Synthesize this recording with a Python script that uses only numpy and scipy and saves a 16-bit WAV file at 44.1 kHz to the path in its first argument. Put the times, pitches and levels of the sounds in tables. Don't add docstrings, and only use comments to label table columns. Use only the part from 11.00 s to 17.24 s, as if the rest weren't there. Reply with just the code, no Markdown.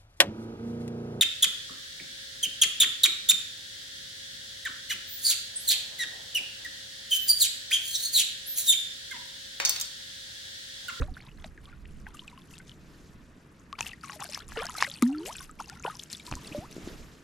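import sys
import numpy as np
from scipy import signal
from scipy.io import wavfile

SR = 44100
rng = np.random.default_rng(int(sys.argv[2]) if len(sys.argv) > 2 else 0)


def ratio(d):
    e = np.asarray(d, float) / 20
    return 10 ** e


def inscribe(sig):
    pcm = np.round(np.clip(np.atleast_2d(sig).T, -1, 1) * 32767)
    wavfile.write(sys.argv[1], SR, pcm.astype(np.int16))


N = 275000
HOOK = 0.3


def rms_one(x):
    return x / np.sqrt(np.mean(x ** 2) + 1e-20)


def in_time(rows):
    s, level = np.transpose(rows)
    return np.interp(np.arange(N) / SR, s, level)


def at_hz(points, hz):
    point_hz, value = np.transpose(points)
    return np.interp(np.log(hz), np.log(point_hz), value)


def drift(rate_hz):
    r = np.exp(-80 * np.pi * rate_hz / SR)
    white = rng.standard_normal(N // 40 + 2002)
    slow = signal.lfilter([1], [1, -2 * r, r * r], white)[2000:]
    return np.interp(np.arange(N) / 40, np.arange(len(slow)), rms_one(slow))


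def sides(pan_db):
    return ratio(np.array([pan_db / 2, -pan_db / 2]))


def fish_side(s, hz):
    # time_s, left_over_right_db
    path = [
        (0, -1),
        (1.7, 4),
        (2.7, 6.5),
        (3.6, 3.5),
        (3.82, 3),
        (4.45, 4),
        (4.9, 3.5),
        (5.1, 3.5),
        (6.24, 0.5),
    ]
    return np.interp(s, *np.transpose(path)) * (hz / 5000) ** 0.45


def rings(s, height, hz, pan_db, cycles, rise, phase, size, hook=0):
    settle_cycles = 1.4
    turns = np.arange(size) / SR * hz[:, None]
    swell = 1 - np.exp(-turns / 0.4)
    fade = swell * ratio(-60 * turns / cycles[:, None]) * np.linspace(1, 0, size)
    swept = turns * (1 + rise[:, None] / 200 * np.minimum(turns, cycles[:, None]))
    swept = swept + hook * settle_cycles * (1 - np.exp(-turns / settle_cycles))
    wave = height[:, None] * fade * np.sin(2 * np.pi * swept + phase[:, None])
    at = (np.round(s * SR).astype(int)[:, None] + np.arange(size)).ravel()
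    channels = []
    for gain in sides(pan_db):
        channels.append(np.bincount(at, (gain[:, None] * wave).ravel(), N + size + SR)[:N])
    return np.array(channels)


def swarm(low_hz, high_hz, cycles, spread_db, wide_db, count, size):
    when, pitch, big, long, rise, phase, place = rng.random((count, 7)).T
    height = ratio(spread_db * np.minimum(-np.log(big + 1e-9), 3))
    s = when * N / SR
    hz = low_hz * (high_hz / low_hz) ** pitch
    life = cycles * (0.3 + 1.4 * long)
    glide = 2.2 * rise ** 2 - 0.4
    pan_db = fish_side(s, hz) + wide_db * (place - 0.5)
    return rms_one(rings(s, height, hz, pan_db, life, glide, 2 * np.pi * phase, size))


def churn(kind, rise_db_s, fall_db_s):
    # start_s, lasts_s, froth_db, spray_db
    flicks = [(0.0, 0.012, -36, -64.5), (0.151, 0.12, -52, -74), (0.385, 0.074, -54, -79),
              (0.632, 0.12, -56.5, -84), (0.864, 0.14, -79, -79.5), (1.067, 0.015, -50, -77),
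              (1.139, 0.087, -60, -73), (1.273, 0.012, -52, -70.5), (1.356, 0.25, -65, -78),
              (1.507, 0.073, -58.5, -70.5), (1.67, 0.024, -70, -71), (2.786, 0.1, -46.5, -61.5),
              (3.033, 0.11, -48.5, -61.5), (3.199, 0.033, -37, -56.5), (3.295, 0.053, -49, -55),
              (3.346, 0.063, -45.5, -77), (3.487, 0.12, -52, -63.5), (3.561, 0.1, -37, -58),
              (3.705, 0.068, -48, -57.5), (3.764, 0.045, -37.5, -55), (3.807, 0.01, -28, -44.5),
              (3.883, 0.089, -55, -58.5), (4.021, 0.0049, -41.5, -56), (4.097, 0.13, -53, -70.5),
              (4.253, .18, -50.5, -61.5), (4.593, 0.009, -49, -57.5), (4.676, 0.11, -50, -70),
              (4.841, 0.072, -42.5, -60.5), (4.99, 0.038, -85, -64), (5.101, 0.076, -65, -59.5),
              (5.251, 0.36, -56.5, -64), (5.71, 0.011, -75, -60)]
    s, lasts, froth_db, spray_db = np.transpose(flicks)
    db = {"froth": froth_db, "spray": spray_db}[kind]
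    after = np.arange(0, N, 32)[:, None] / SR - s
    loss_db = np.maximum(0, np.maximum(fall_db_s * (after - lasts), -rise_db_s * after))
    power = np.sum(ratio(db - loss_db) ** 2, axis=1)
    return np.interp(np.arange(N) / 32, np.arange(len(power)), np.sqrt(power))


def froth():
    bubbling = swarm(750, 4200, cycles=44, spread_db=4, wide_db=22, count=3000, size=900)
    return bubbling * churn("froth", rise_db_s=3500, fall_db_s=330) / 2


def spray():
    drops = swarm(2500, 11500, cycles=38, spread_db=3.5, wide_db=14, count=2600, size=230)
    coarse = swarm(1800, 6000, cycles=11, spread_db=3.5, wide_db=12, count=7000, size=90)
    fine = swarm(5000, 13000, cycles=17, spread_db=3.5, wide_db=32, count=8000, size=60)
    handfuls = drift(13)
    coarse = coarse * ratio(3.5 * handfuls + 3 * drift(60))
    fine = fine * ratio(3.5 * handfuls + 3 * drift(60))
    patter = ratio(5.0) * drops + ratio(-0.5) * coarse + ratio(2.7) * fine
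    calm_db = -83
    return patter * (churn("spray", rise_db_s=4000, fall_db_s=240) + ratio(calm_db))


def pockets():
    # time_s, pitch_hz, rms_db
    pocket_paths = [
        [(0.0, 437, -38), (0.03, 581, -44), (0.06, 610, -57), (0.07, 680, -73)],
        [(3.570, 467, -88), (3.573, 470, -30), (3.6, 438, -40.5), (3.615, 528, -38.5), (3.628, 1024, -39),
         (3.636, 1110, -43)],
        [(4.0205, 330, -44), (4.0268, 259, -13), (4.035, 230, -18.5), (4.14, 300, -34), (4.19, 309.3, -36),
         (4.245, 360.5, -44), (4.27, 420, -48.5), (4.305, 664, -51.5), (4.34, 810, -67)],
        [(4.17, 365, -65), (4.178, 368, -50), (4.22, 416, -46.5), (4.25, 468, -51), (4.27, 576, -50),
         (4.3, 925, -39), (4.318, 1300, -47), (4.325, 1357, -73)],
        [(4.596, 794, -44.5), (4.602, 1260, -31), (4.6055, 1600, -43)],
        [(4.865, 475, -53), (4.881, 850, -28.5), (4.893, 1000, -51), (4.9, 1020, -66)],
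        [(4.03, 905, -40), (4.045, 907, -60), (4.065, 1000, -58)],
        [(1.068, 815, -71), (1.072, 772, -58), (1.09, 1060, -55), (1.097, 1150, -87)],
        [(5.545, 565, -99), (5.548, 578, -31.5), (5.6, 613, -48.5), (5.635, 790, -47.5), (5.66, 1290, -51.5),
         (5.672, 1430, -82)],
    ]
    out = np.zeros(N)
    wobble = drift(28.0)
    for rows in pocket_paths:
        t = np.arange(round(rows[0][0] * SR), round(rows[-1][0] * SR))
        s, hz, db = np.transpose(rows)
        pitch_hz = np.exp(np.interp(t / SR, s, np.log(hz)) + 0.008 * wobble[t])
        phase = 2 * np.pi * np.cumsum(pitch_hz) / SR
        out[t] += np.sqrt(2) * ratio(np.interp(t / SR, s, db)) * np.sin(phase)
    return signal.sosfilt(signal.butter(4, 165, "high", fs=SR, output="sos"), out)


def wind():
    # time_s, level_db
    gusts = [(0.0, -21.5), (0.229, -62.5), (0.389, -47), (0.7, -53.5), (0.98, -43), (1.25, -59.5),
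             (2.2, -56), (2.5, -68), (2.863, -53), (3.15, -90), (3.53, -43.5), (3.85, -67), (4.49, -52.5),
             (5.2, -69), (5.328, -56), (5.517, -60), (6.0, -46.5), (6.226, -70)]
    shared, own = rng.standard_normal((2, N))
    ports = [0.66 * shared + 0.36 * own, 1.25 * shared - 0.36 * own]
    low = signal.sosfilt(signal.butter(2, [9, 60], "band", fs=SR, output="sos"), ports)
    return ratio(in_time(gusts) + 1.15 * drift(8.1)) * rms_one(low)


def banded_noise(spectrum, patchy_db):
    # frequency_hz, likeness (1 = the same)
    likeness = [(60, 1), (180, 0.99), (550, 0.83), (1650, 0.44), (4970, 0.95), (15000, 0.22)]
    out = 0
    edges = 60 * 2 ** np.arange(0, 8.6, 0.5)
    white = rng.standard_normal((2, 2, N))
    for k, (low, high) in enumerate(zip(edges, edges[1:])):
        band = signal.butter(2, [low, high], "band", fs=SR, output="sos")
        mid, side = signal.sosfilt(band, white[k % 2])
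        hz = np.sqrt(low * high)
        alike = np.clip(at_hz(likeness, hz), 0, 1)
        gain = ratio(at_hz(spectrum, hz) + patchy_db * drift(33))
        out = out + gain * (np.sqrt(1 + alike) * mid + np.sqrt(1 - alike) * side * [[1], [-1]])
    return rms_one(out)


def lake_air():
    # frequency_hz, level_db (per Hz)
    shore = [(60, 19), (118, -39), (146, 9), (207, 0), (255, -1.5), (943, -25.5), (1060, -16.5),
             (1770, -17), (2340, -24), (6700, -100), (9080, -71), (12000, -35), (15900, -66)]
    return ratio(-55 + 1.0) * banded_noise(shore, patchy_db=2.5)


def knocks():
    # start_s, peak_db, body_hz
    knock_rows = [
        (0.009, -21, 55.6),
        (0.114, -31, 45.7),
        (5.312, -33.5, 81.5),
        (5.321, -28.5, 106),
        (5.334, -31.5, 48.7),
        (5.362, -35, 51),
        (5.517, -34.5, 163),
        (5.588, -28.5, 110),
        (5.843, -35, 68),
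    ]
    s, db, hz = np.transpose(knock_rows)
    none = 0 * s
    pull = rings(s, ratio(db + 15.0), hz, none - 2.5, none + 2.0, none, none, size=4000)
    mode = rings(s, ratio(db - 8.0), 230 + 0.64 * hz, none, none + 24.0, none, none, size=4000)
    return mode - pull


def bubbles():
    # start_s, peak_db,
    # pitch_hz, cycles (to die 60 dB)
    slaps = [(0.443, -16, 2220, -2.5), (0.856, -34.5, 2730, 12), (1.5814, -21, 4800, 3.5),
             (2.728, -13.5, 3200, -3), (2.792, -11, 2980, 1), (2.8075, -9, 1160, -1),
             (2.8271, -23.5, 5130, 7), (3.097, -19, 1390, 9), (3.2425, -9, 9650, 4),
             (3.375, -21.5, 1120, 7.5), (3.572, -16, 2360, 2.5), (3.5209, -18.5, 1390, 4),
             (2.789, -13.5, 2300, -0.5), (3.8251, -3.5, 1880, 11), (3.8255, -7.5, 5370, 13),
             (3.8243, -4, 1140, 12), (4.013, -37, 9500, 20), (4.024, 4, 8200, 1),
             (4.0236, -14.5, 2230, 13.5), (4.6985, -11, 5800, 0.5), (4.8514, -17, 485, 8),
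             (4.994, -20, 6130, 6), (5.1297, -8.5, 6400, 5.5), (5.3252, -12, 960, 1.5),
             (5.3384, -15, 1490, 1.5), (5.579, -23, 285, 14), (5.7651, -21, 350, 5.5),
             (5.7808, -23, 320, 6), (5.874, -20.5, 334, 8.5), (3.571, -23, 540, 6.5),
             (5.3537, -17, 6700, 9.5)]
    # start_s, peak_db, pitch_hz, rise_percent_per_cycle
    plops = [(0.02, -26, 1330, -3.5), (0.4437, -35.5, 636, -0.5), (0.4452, -34, 3380, 2),
             (1.0672, -30, 1570, -0.7), (1.587, -35, 5900, 10), (1.6945, -34, 3150, -1.2),
             (2.7893, -29, 4130, 3), (2.8076, -15.5, 6360, -2), (2.8089, -17.5, 2410, 0.4),
             (3.223, -27.5, 970, 3), (3.3335, -25, 4630, -2), (3.3456, -24.5, 3800, -3),
             (3.6231, -30, 1025, 11), (3.6553, -24.5, 7040, -2), (3.6674, -21.5, 4760, 1),
             (3.804, -26, 2040, -3), (3.8076, -35, 1270, -2), (3.9148, -25.5, 3000, 6),
             (4.023, -18.5, 1064, 2.5), (4.2848, -29, 7600, -3.5), (4.6067, -28, 720, 6),
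             (0.204, -38, 1660, 11), (0.284, -45, 1690, 8), (4.8636, -26.5, 2460, 5),
             (5.0358, -27, 4780, 15), (5.266, -28, 4400, -3), (5.3134, -27, 5940, -2),
             (5.3136, -28.5, 1140, -6), (5.3247, -26.5, 2570, -1)]
    # start_s, peak_db, pitch_hz, rise_percent_per_cycle
    plinks = [(0.168, -35.5, 1250, 4), (0.5768, -40.5, 1770, -0.7), (0.6556, -41, 3480, -0.9),
              (1.193, -31, 2790, 1.6), (1.279, -33, 2580, -0.3), (1.7166, -40.5, 3080, -0.3),
              (2.7281, -29, 1056, 1.1), (2.7885, -37.5, 1020, -2.1), (2.8078, -36, 880, 0.5),
              (2.8278, -30.5, 2500, 0.5), (2.8659, -26.5, 2720, -0.3), (2.8912, -34.5, 2900, -0.5),
              (2.933, -33.5, 1810, 0.6), (3.036, -31.5, 1305, -0.5), (3.043, -35.5, 1100, 0),
              (3.0965, -31.5, 1108, 0), (3.2034, -30.5, 7500, -1.5), (3.3467, -21, 4930, 1),
              (3.7834, -25, 3870, 0.5), (3.8319, -25, 2040, 1), (3.8344, -25, 5300, -1),
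              (3.8442, -29, 4970, 0), (4.328, -32.5, 4870, 3.5), (4.3549, -33.5, 2480, 0),
              (4.3834, -33, 3700, -1), (4.6025, -33.5, 4960, 2), (4.8489, -25, 935, 0.5),
              (4.8607, -30, 1010, -2.5), (4.494, -38.5, 1200, 0.5), (3.847, -22.5, 1770, 1.2),
              (2.753, -43, 2020, 2), (4.9957, -28.5, 2790, 5), (5.133, -27.5, 3650, 2.5),
              (5.1685, -36, 7550, 0.5)]
    s, db, hz, cycles = np.transpose(slaps)
    cycles = np.maximum(cycles, 3)
    sag = -24 / cycles
    out = rings(s, ratio(db), hz, fish_side(s, hz), cycles, sag, 0 * s + 0.5, size=1200)
    for rows, ring_cycles in (plops, 29.8), (plinks, 68):
        s, db, hz, rise = np.transpose(rows)
        pan_db = fish_side(s, hz)
        out = out + rings(s, ratio(db), hz, pan_db, ring_cycles + 0 * s, rise, 0 * s + 0.5, size=2800, hook=HOOK)
    return out


def droplets():
    # start_s, peak_db, pitch_hz
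    ticks = [(0.0314, -40, 3760), (0.2669, -45.5, 3700), (0.14, -46, 4500), (0.375, -51.5, 4170),
             (0.478, -51, 4560), (0.8521, -49, 1880), (1.299, -48, 3830), (1.3764, -44, 2830),
             (1.4183, -47, 3430), (2.911, -44, 2820), (3.713, -43, 3580), (3.012, -44.5, 4600),
             (2.7867, -36, 1030), (2.9323, -44, 4800), (3.0436, -38, 5810), (3.1084, -38, 6600),
             (3.1209, -36.5, 4770), (3.1309, -41, 1920), (3.1329, -38, 5430), (3.1937, -42, 1900),
             (3.2182, -36, 2690), (3.2411, -39, 4830), (3.2546, -35, 4610), (3.29, -34.5, 4900),
             (3.3554, -35, 5200), (3.3584, -36.5, 2100), (3.4023, -42, 3220), (3.4811, -38, 7000),
             (3.5729, -31, 2830), (3.5903, -35.5, 5270), (3.6093, -35, 2420), (3.6542, -32, 4400),
             (3.6886, -35, 2860), (3.6956, -32, 6800), (3.6966, -32.5, 1260), (3.8772, -38, 4030),
             (3.8991, -32.5, 3350), (3.9575, -39, 2530), (4.0313, -34, 6860), (4.0353, -33, 3820),
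             (4.0842, -45, 7100), (4.2329, -42.5, 3000), (4.2783, -40, 646), (4.3516, -40.5, 1530),
             (4.6589, -42, 5120), (4.8255, -36.5, 6850), (4.837, -36, 2450), (4.8809, -40, 1460),
             (4.9532, -35.5, 5270), (4.9697, -37, 5860), (5.1014, -36, 5030), (5.1982, -37.5, 3690),
             (5.4471, -39, 3850), (4.064, -41, 1800)]
    # start_s, peak_db, pitch_hz
    blips = [(0.2734, -49.5, 1010), (1.1703, -46, 7290), (1.2781, -45, 7500), (1.6802, -48, 6600),
             (2.5966, -53, 6470), (2.8829, -38, 6800), (2.9169, -39, 2550), (3.101, -41, 5700),
             (3.2351, -36, 5350), (3.2356, -32, 9600), (3.3229, -34, 5300), (3.3758, -38, 5980),
             (3.3763, -40, 11940), (3.4886, -38, 10000), (3.5844, -36, 2800), (3.5993, -32, 1190),
             (3.6203, -35, 5090), (3.6332, -34.5, 9750), (3.6692, -43, 1640), (3.7036, -35.5, 10620),
             (3.8054, -34, 920), (3.8103, -30, 10200), (3.8991, -37, 6780), (3.964, -38, 8650),
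             (4.1271, -46, 8060), (4.1281, -41.5, 2690), (4.3252, -37, 3100), (4.392, -36, 5370),
             (4.4045, -38.5, 1470), (4.4075, -35.5, 9900), (4.408, -43, 3500), (4.4185, -40, 5900),
             (4.5122, -41.5, 7600), (4.623, -38.5, 6430), (4.6824, -41, 6200), (4.6908, -37, 4800),
             (4.7971, -39.5, 6280), (5.1169, -33, 7200), (5.2675, -41, 8020), (5.4701, -39, 8580),
             (5.4751, -38.5, 7900), (5.7265, -39.5, 5640)]
    # start_s, peak_db, pitch_hz
    gurgles = [(0.1452, -46.5, 3630), (0.3153, -48.5, 2830), (1.5545, -47, 3670), (1.5689, -46.5, 3160),
               (1.6034, -46, 2070), (0.385, -51, 1640), (0.422, -56, 2020), (1.315, -51.5, 2080),
               (3.096, -39, 2820), (3.1329, -41, 4040), (3.2217, -36, 3380), (3.249, -42, 690),
               (3.292, -41.5, 583), (3.649, -34.5, 686), (4.801, -45, 1370), (3.4048, -40, 4000),
               (3.4227, -44, 3390), (3.5674, -39, 512), (3.5709, -37, 1880), (3.5898, -35, 1190),
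               (3.6208, -30, 772), (3.6537, -40, 1520), (3.8428, -30, 3700), (4.2623, -44, 2830),
               (4.5891, -47, 2270), (4.6963, -40.5, 1720), (4.7293, -47, 2380), (5.3129, -38, 4250),
               (5.4766, -40, 3330), (3.866, -32, 2080), (3.868, -35, 1530), (3.354, -38.5, 1730)]
    out = 0
    for rows, cycles, gain_db in (ticks, 40, 3.0), (blips, 75, 1.5), (gurgles, 55, 2.5):
        s, db, hz = np.transpose(rows)
        none = 0 * s
        pan_db = fish_side(s, hz)
        ring = rings(s, ratio(db + gain_db), hz, pan_db, none + cycles, none + 0.27, none + 0.5, size=1000)
        landing = rings(s, ratio(db + 4), 6000 + hz / 2, pan_db, none + 3, none - 20, none, size=40)
        out = out + ring + landing
    return out


def trickles():
    # start_s, peak_db, pitch_hz, rise_percent_per_cycle
    chirps = [(3.337, -32, 2340, 1.3), (3.59, -27, 1620, 0.46), (3.639, -27.5, 1336, 0.69),
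              (3.8094, -21.5, 4750, 1.33), (3.555, -36, 1610, 1.8), (4.722, -39.5, 713, 1.5),
              (1.243, -47, 1040, 1.3), (4.3667, -26, 7000, 1.07), (5.445, -44, 1880, .8),
              (5.458, -38, 2540, 0.7), (5.473, -31, 4160, 1), (5.524, -31, 2190, 2.4)]
    # start_s, peak_db, pitch_hz
    wake = [(.035, -45, 3730), (0.083, -38, 730), (1.059, -44, 1870), (0.213, -41.5, 4220),
            (0.289, -42, 2500), (0.678, -43, 1120), (1.22, -46, 960), (0.728, -40, 1370),
            (1.145, -37.5, 1166), (1.17, -41, 2700), (1.328, -41.5, 946), (1.376, -41, 1030),
            (1.538, -37.5, 2580), (1.6, -39.5, 1470)]
    # start_s, peak_db, pitch_hz
    runoff = [(2.913, -35, 2680), (3.132, -38.5, 813), (3.16, -38.5, 600), (3.197, -40, 1300),
              (3.404, -37, 1340), (3.521, -41, 1620), (3.689, -29.5, 966), (3.751, -27, 1230),
              (3.875, -36, 544), (3.939, -27, 4420), (4.093, -38, 756), (4.118, -40, 710),
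              (4.205, -40, 890), (4.148, -32.5, 1300), (4.183, -32, 4290), (4.406, -36, 1055),
              (3.668, -32.5, 1620), (4.928, -42, 1060), (4.952, -43.5, 964), (4.643, -38.5, 2640),
              (4.698, -36.5, 1370), (4.761, -43, 1330), (4.861, -25.5, 1397), (4.8992, -26.5, 1217),
              (5.149, -27.5, 3430), (5.199, -36, 2240), (5.278, -35.5, 950), (5.369, -35.5, 957)]
    gentle_rise = 0.22
    rows = list(chirps)
    for row in list(wake) + list(runoff):
        rows.append((*row, gentle_rise))
    s, db, hz, rise = np.transpose(rows)
    none = 0 * s
    pan_db = fish_side(s, hz)
    ring = rings(s, ratio(db - 4.5), hz, pan_db, none + 103.0, rise, none + 0.5, size=2000, hook=HOOK)
    pinch = rings(s, ratio(db - 12), 3 * hz, pan_db, none + 3, none - 20, none, size=100)
    return ring + pinch


def sleeve():
    # time_s, level_db
    rustle = [(1.6, -69), (1.95, -56.5), (2.3, -65.5), (4.9, -65), (5.2, -58.5), (5.43, -49.5), (5.57, -46),
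              (5.68, -55.5), (5.73, -51.5), (5.88, -46), (6.24, -59)]
    # frequency_hz, level_db (per Hz)
    cloth = [(88, -57), (150, -1), (278, 0.5), (866, -15), (1070, -12.5), (6550, -19), (12100, -37.5),
             (13900, -15), (15000, -68)]
    return ratio(in_time(rustle)) * banded_noise(cloth, patchy_db=2.5)


def scene():
    water = froth() + spray() + pockets() + bubbles() + droplets() + trickles()
    close_by = wind() + knocks() + sleeve()
    return water + close_by + lake_air()


def roll_off(x):
    return signal.sosfilt(signal.butter(12, 16050, fs=SR, output="sos"), x)


def record(dry):
    soft = signal.sosfilt(signal.butter(7, 13300, fs=SR, output="sos"), dry)
    return roll_off(soft)


dry = scene()
out = record(dry)
inscribe(out)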